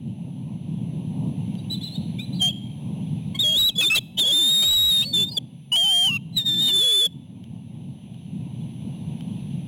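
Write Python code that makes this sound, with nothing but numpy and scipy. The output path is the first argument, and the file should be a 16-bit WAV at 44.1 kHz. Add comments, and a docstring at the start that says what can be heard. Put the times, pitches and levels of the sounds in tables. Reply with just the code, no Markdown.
"""Two eagles at a stick nest whistle long, piercing notes, amid twig ticks, wind rumble, leaf hiss and a thin whine.
The voices are unsteady sines with side tones and breath; wind and leaves are coloured noise; a twig is a short ring.
Loud notes overload a nest camera's microphone, and the surroundings sink while the birds call.
A crude change from 48 to 44.1 kHz takes the nearest sample, adding copies of tones by multiples of 3.9 kHz."""
import sys
import numpy as np
from scipy import signal
from scipy.fft import rfft, irfft
from scipy.io import wavfile
from scipy.ndimage import uniform_filter1d, map_coordinates

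SR = 44100
rng = np.random.default_rng(int(sys.argv[2]) if len(sys.argv) > 2 else 0)


def int16_out(signal):
    """Quantize to a 16-bit WAV file."""
    q = np.round(np.clip(np.atleast_2d(signal).T, -1, 1) * 32767)
    wavfile.write(sys.argv[1], SR, q.astype(np.int16))


def voltage_ratio(level):
    """Linear amplitude factor for a level in decibels (scalar or array-like)."""
    return 10 ** (np.asarray(level, float) / 20)


N = 426447  # length of the scene in samples


def unit(x):
    """Scales a sound to rms 1."""
    return x / np.sqrt(np.mean(x ** 2) + 1e-20)


def curve(rows):
    """Joins (time, value, ..) rows by straight lines: one value per sample for each column."""
    times_s, *columns = np.transpose(rows)
    now_s = np.arange(N) / SR
    return np.squeeze([np.interp(now_s, times_s, column) for column in columns])


def wobble(rate):
    """Draws a smooth random curve through `rate` random points a second."""
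    points = rng.standard_normal(int(N * rate / SR) + 4)
    return map_coordinates(points, [np.arange(N) * rate / SR])


def noise(spectrum, patchy_db):
    """Colours random noise by frequency, with random louder and softer patches, at rms 1."""
    hz, _, cells = signal.stft(rng.standard_normal(N), SR, nperseg=1024)
    patches = uniform_filter1d(rng.standard_normal(cells.shape), 8, 0)  # smooth over frequency
    patches = uniform_filter1d(patches, 6, 1)  # and over time
    table_hz, table_db = np.transpose(spectrum)
    colour_db = np.interp(np.log(hz + 1), np.log(table_hz + 1), table_db, left=-120, right=-120)
    gain = voltage_ratio(colour_db[:, None] + patchy_db * unit(patches))
    _, sound = signal.istft(cells * gain, SR, nperseg=1024)
    return unit(sound[:N])


def wind():
    """Gusts rumble on the microphone port, swelling at several speeds; the port cuts the lowest bass."""
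    # strength of the gusts before the quicker swells and the sinking: (time [s], level [dB])
    gusts = [(0, -28), (1.0, -27.5), (1.72, -27), (2.5, -30.5), (3.37, -29), (4.09, -31), (4.74, -37),
             (5.22, -22), (5.63, -35), (6.1, -28), (6.76, -26), (6.9, -39.5), (7.15, -31), (7.67, -28),
             (8.21, -34), (8.5, -29.5), (9.1, -28.5), (9.67, -30)]
    # colour of the rumble before the bass cut: (frequency [Hz], relative level per Hz [dB])
    rumble = [(29, -66.5), (50, -66.5), (99, -2), (157, -0.5), (221, -5.5), (381, -29.5), (937, -36),
              (1300, -59.5), (1690, -106), (2860, -120)]
    swells = voltage_ratio(0.89 * wobble(3.32) + 1.47 * wobble(13))
    low_cut = signal.butter(3, 85, "high", fs=SR, output="sos")
    sound = signal.sosfilt(low_cut, swells * noise(rumble, patchy_db=1.5))
    return voltage_ratio(curve(gusts)) * unit(sound)


def foliage():
    """Leaves hiss: steady noise, strongest in the middle treble."""
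    # colour of the hiss: (frequency [Hz], relative level per Hz [dB])
    leaves = [(650, -52.5), (1100, -20), (1830, -16), (2870, -0.5), (3740, -6), (5220, -30), (6280, -16),
              (6440, -38.5), (9000, -35.5), (11700, -55), (19800, -120)]
    return voltage_ratio(-56.5) * noise(leaves, patchy_db=1.6)


def whine():
    """The camera's electric whine: one high sine whose level wavers slightly."""
    whine_hz = 10008
    level = voltage_ratio(-58.5 + 0.86 * wobble(4.8))
    return level * np.sin(2 * np.pi * whine_hz * np.arange(N) / SR)


def sinking(calls):
    """Gain in dB of the surroundings: it falls while the calls are loud, then creeps back."""
    start_db, deepest_db = -7.5, -10.5
    loud_db = -22.5  # calls at this level push half as hard as they can
    sink_s, creep_db_per_s = 0.18, 5  # time constant of a full push; speed of return without any
    hop = SR // 100  # steps of 10 ms
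    power = np.mean(calls[:N // hop * hop].reshape(-1, hop) ** 2, axis=1)
    loudness = power / voltage_ratio(loud_db) ** 2
    gain_db = [start_db]
    for push in loudness / (1 + loudness):
        fall = push * (gain_db[-1] - deepest_db) / sink_s  # dB per second
        creep = (1 - push) * creep_db_per_s
        gain_db.append(min(0, gain_db[-1] - (fall - creep) * hop / SR))
    return np.interp(np.arange(N) / hop, np.arange(len(gain_db)), gain_db)


def twigs():
    """Dry sticks tick under the birds' feet: a short, fading ring with a noisy crack."""
    # twig ticks: (time [s], starting level of the ring [dB], pitch [Hz])
    ticks = [(1.5534, -35.5, 3080), (7.441, -41.5, 3110), (8.144, -43, 3100), (8.7635, -50, 2680),
             (9.2087, -33, 3120)]
    out = np.zeros(N + SR)
    t = np.arange(800) / SR
    for start_s, db, hz in ticks:
        ring = voltage_ratio(-60 * t / 0.012) * np.sin(2 * np.pi * hz * t)  # falls 60 dB in 12 ms
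        crack = voltage_ratio(-60 * t / 0.004) * rng.standard_normal(len(t))
        out[round(start_s * SR):][:len(t)] += voltage_ratio(db) * (ring + 0.27 * crack)
    return out[:N]


def chirp(start_s, length_s, db, first_hz, last_hz):
    """Unfolds a chirp into times, pitch and level: it swells, fades to its end and arches up in pitch."""
    attack_s, rise_db, fade_db = 0.01, 11, 9
    arch = 0.02065  # share of the pitch
    u = np.linspace(0, 1, num=12)  # progress through the chirp
    times_s = start_s + u * length_s
    glide_hz = first_hz + (last_hz - first_hz) * u
    pitch_hz = glide_hz * (1 + arch * np.sin(np.pi * u))
    still_to_rise = np.clip(1 - u * length_s / attack_s, 0, 1)
    return times_s, pitch_hz, db - rise_db * still_to_rise - fade_db * u ** 2


def eagles():
    """Each note is an unsteady sine with weak side tones and breath; notes that overlap roughen the voice."""
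    # cries with a shaped contour, one list each, before unsteadiness: (time [s], pitch [Hz], effort [dB])
    cries = [
        [(1.698, 3730, -40), (1.71, 3967, -28.5), (1.742, 3970, -28), (1.765, 3833, -54)],
        [(1.828, 3780, -41), (1.844, 4020, -31.5), (1.862, 4140, -38), (1.886, 3450, -40.5), (1.89, 3541, -39)],
        [(1.9, 3960, -47), (1.925, 4080, -42.5), (1.95, 4430, -43.5), (1.965, 4200, -51)],
        [(2.186, 3400, -44), (2.198, 3590, -32.5), (2.216, 3960, -43), (2.222, 3860, -41), (2.248, 4020, -42),
         (2.262, 3900, -57)],
        [(2.338, 4320, -51.5), (2.356, 4720, -50), (2.39, 4440, -51.5)],
        [(5.283, 4490, -57), (5.291, 4658, -40), (5.309, 4898, -45), (5.357, 4810, -36.5), (5.378, 4470, -34)],
        [(2.395, 3330, -39), (2.421, 3156, -15.5), (2.481, 3200, -20.5), (2.503, 3350, -28), (2.52, 2940, -43)],
        [(3.388, 3550, -33), (3.394, 3553, -17.5), (3.408, 3793, -15.5), (3.424, 3697, -22),
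         (3.444, 3309, -17.5), (3.536, 3244, -19.5), (3.562, 3370, -17.5), (3.578, 3746, -16),
         (3.602, 3915, -16), (3.63, 3763, -15.5), (3.67, 3931, -15), (3.688, 3880, -15.5), (3.698, 3229, -20.5),
         (3.712, 3140, -52)],
        [(3.75, 3388, -47), (3.758, 3354, -30), (3.776, 3474, -32), (3.786, 3436, -16), (3.81, 3360, -15.5),
         (3.82, 3180, -28.5)],
        [(3.817, 3636, -33.5), (3.837, 3677, -18), (3.873, 3470, -16), (3.889, 3710, -22), (3.897, 3520, -30.5),
         (3.905, 3405, -28.5)],
        [(3.947, 3933, -36.5), (3.959, 3930, -11.5), (3.971, 3820, -20.5), (3.983, 3615, -20.5),
         (3.993, 3300, -19)],
        [(4.174, 3643, -34.5), (4.186, 3678, -20.5), (4.198, 3670, -12.5), (4.23, 3472, -19.5),
         (4.244, 3207, -21.5), (4.258, 3440, -19), (4.314, 3277, -17.5), (4.324, 3550, -16), (4.36, 3628, -15),
         (4.4, 3541, -15.5), (4.522, 3752, -15.5), (4.596, 3679, -15.5), (4.748, 3883, -16), (4.792, 3781, -14),
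         (4.896, 3860, -16.5), (4.914, 3732, -15), (5.022, 3674, -17.5), (5.04, 3880, -33), (5.05, 3875, -31)],
        [(5.125, 3666, -44.5), (5.141, 3598, -15.5), (5.189, 3474, -18), (5.235, 3540, -17.5),
         (5.259, 3620, -34.5), (5.293, 3660, -30.5), (5.308, 3600, -57)],
        [(5.755, 3020, -12.5), (5.767, 3210, -16.5), (5.799, 3235, -17), (5.869, 3058, -17.5),
         (5.949, 3208, -15.5), (6.021, 3187, -16), (6.067, 3106, -15.5), (6.117, 2708, -25.5),
         (6.159, 2773, -24.5), (6.169, 2684, -24), (6.181, 2440, -46)],
        [(6.325, 4006, -55), (6.357, 4050, -40.5), (6.373, 3919, -15.5), (6.383, 3792, -16), (6.423, 3590, -29),
         (6.445, 3700, -40), (6.463, 3706, -20), (6.489, 3613, -19.5), (6.567, 3547, -23.5),
         (6.601, 3610, -18.5), (6.623, 3731, -19.5), (6.661, 3647, -18), (6.691, 3640, -18.5),
         (6.707, 3546, -22.5), (6.765, 3498, -13.5), (6.779, 3571, -16), (6.841, 3379, -16),
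         (6.993, 3539, -15.5), (7.025, 3415, -16), (7.059, 3443, -15.5), (7.067, 3294, -20),
         (7.078, 3240, -48.5)],
    ]
    # short chirps between and under the cries, before swell, fade and arch:
    # (start [s], length [s], level [dB], first pitch [Hz], last pitch [Hz])
    chirps = [(1.583, .025, -47, 3700, 3860), (1.575, 0.023, -54.5, 4600, 4600),
              (1.752, .04, -48.5, 4200, 4030), (1.741, 0.022, -35, 3620, 3400),
              (1.807, 0.037, -43, 3920, 4340), (1.806, 0.028, -38.5, 3350, 3530),
              (1.946, 0.032, -34.5, 3530, 3830), (2.184, 0.037, -37.5, 2250, 2540),
              (2.326, 0.024, -39, 3900, 3980), (2.351, 0.031, -46, 4150, 4170),
              (2.386, 0.02, -35.5, 3800, 3910), (2.476, 0.038, -43, 2580, 2580),
              (3.346, 0.023, -28.5, 3150, 3260), (3.344, 0.027, -37, 2100, 2210),
              (3.342, 0.028, -44.5, 1040, 1080), (3.345, 0.026, -45.5, 4250, 4450),
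              (3.695, 0.051, -48, 2640, 2440), (3.761, 0.016, -37, 5030, 4840),
              (3.804, 0.051, -20.5, 2600, 2393), (3.898, .078, -15, 2534, 2663),
              (3.955, 0.031, -15.5, 3280, 3120), (4.17, 0.04, -22.5, 3000, 3000),
              (4.62, 0.038, -27, 2991, 3154), (5.018, 0.032, -30, 2460, 2680),
              (5.025, 0.018, -26, 2984, 3280), (5.042, 0.09, -30.5, 4360, 4405),
              (5.17, 0.07, -37.5, 2700, 2705), (5.311, 0.027, -32, 4260, 4200),
              (5.367, 0.021, -14, 3603, 3164), (5.717, 0.054, -14.5, 2870, 2972),
              (6.61, 0.1, -38, 2950, 3000), (6.671, 0.043, -24, 3000, 2840), (8.603, .025, -54, 3300, 3420)]
    # how the voice sits, hoarseness before any clash of notes:
    # (time [s], hoarseness [dB], half-pitch tone [dB], lopsidedness [dB])
    throat = [(2.0, 2.5, -65, -30), (2.4, -2, -57.5, -43.5), (3.78, 3, -63.5, -21), (4.25, 2.5, -37, -22),
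              (4.45, 3, -28.5, -17), (4.7, 2, -36.5, -13), (5.0, 3.5, -31, -37.5),
              (5.78, -8.5, -66.5, -34.5), (6.3, 1.5, -30, -33), (6.8, 1, -30.5, -31.5)]
    # colour of the breath: (frequency [Hz], relative level per Hz [dB])
    breath_colour = [(300, -4.5), (1500, -20), (3500, 5.5), (7000, -15.5), (12000, -6), (16000, -10.5)]
    clash_db = 7  # most hoarseness added by two notes at once
    notes = [np.transpose(rows) for rows in cries] + [chirp(*row) for row in chirps]

    tone, effort, total, strongest = np.zeros((4, N))
    for s, hz, db in notes:
        n = np.arange(round(s[0] * SR), round(s[-1] * SR))
        level = voltage_ratio(np.interp(n / SR, s, db))
        total[n] += level
        strongest[n] = np.maximum(strongest[n], level)
    # what sounds besides the strongest note
    clash = uniform_filter1d(np.clip((total - strongest) / voltage_ratio(-27.5), 0, 1), size=600)
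    hoarse_db, half_db, lopsided_db = curve(throat)
    hoarse_db = hoarse_db + clash_db * clash
    quiver = 0.00187 * voltage_ratio(hoarse_db) * wobble(120)  # a hoarse voice holds its pitch less well
    shimmer_db = 0.66 * voltage_ratio(hoarse_db) * wobble(150)
    flicker = np.abs(wobble(70))

    for s, hz, db in notes:
        n = np.arange(round(s[0] * SR), round(s[-1] * SR))
        pitch_hz = np.interp(n / SR, s, hz) * (1 + quiver[n])
        phase = 2 * np.pi * np.cumsum(pitch_hz) / SR
        edges = np.clip(np.minimum(n - n[0], n[-1] - n) / (SR * 0.003), 0, 1)  # 3 ms fades
        level_db = np.interp(n / SR, s, db)
        faintness = np.clip(-43.0 - level_db, 0, 15)  # faint notes flicker in and out
        size = np.sqrt(2) * edges * voltage_ratio(level_db + shimmer_db[n] - 0.14 * faintness * flicker[n])
        halves = voltage_ratio(half_db[n]) * (np.sin(phase / 2) + 0.78 * np.sin(3 * phase / 2))
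        # an off-centre swing gives even partials once overloaded
        lean = voltage_ratio(lopsided_db[n]) * (1 + 0.91 * np.sin(2 * phase) + 0.32 * np.cos(4 * phase))
        tone[n] += size * (np.sin(phase) + halves + lean)
        effort[n] += size
    breath = voltage_ratio(hoarse_db - 25.5) * effort * noise(breath_colour, patchy_db=8.0)
    return tone + breath


def hillside(x):
    """Trees and slope return a faint, diffuse echo: fading noise that starts after 12 ms."""
    t = np.arange(SR * 3 // 2) / SR
    fade = voltage_ratio(-60 * t / 0.62)  # falls 60 dB in 0.62 s
    tail = rng.standard_normal(len(t)) * fade * (t > 0.012)
    return signal.fftconvolve(x, tail / np.linalg.norm(tail))[:N]


def scene():
    """Adds the birds, their echo and the surroundings at one microphone, the same on both channels."""
    calls = eagles()
    calm_db = sinking(calls)
    blurred = calls * (1 + 1.5 * wobble(90))  # stirring leaves blur the echo
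    echo = voltage_ratio(2.56 * calm_db - 13.5) * hillside(blurred)
    background = voltage_ratio(calm_db) * (foliage() + whine())
    gusts = voltage_ratio(0.8 * calm_db) * wind()  # the wind sinks a little less
    mono = calls + echo + background + gusts + twigs()
    return np.array([mono, mono])


def band_limit(x):
    """A steep low-pass at the top of the band."""
    return signal.sosfilt(signal.butter(12, 16830, fs=SR, output="sos"), x)


def record(dry):
    """Takes nearest samples in the rate change, flattens overloaded peaks and limits the band."""
    source_sr, top_hz, ceiling = 48000, 15830, 0.15
    nearest = np.round(np.arange(N) * source_sr / SR) * SR / source_sr
    x = map_coordinates(dry[0], [nearest], order=5, mode="nearest")
    x = x / (1 + np.abs(x / ceiling) ** 12) ** (1 / 12)  # overload
    hz = np.fft.rfftfreq(N, 1 / SR)
    bass_cut = 1 / (1 + (22 / (hz + 1)) ** 4)
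    x = irfft(rfft(x) * (hz < top_hz) * bass_cut, N)
    return band_limit(np.array([x, x]))


dry = scene()
out = record(dry)
int16_out(out)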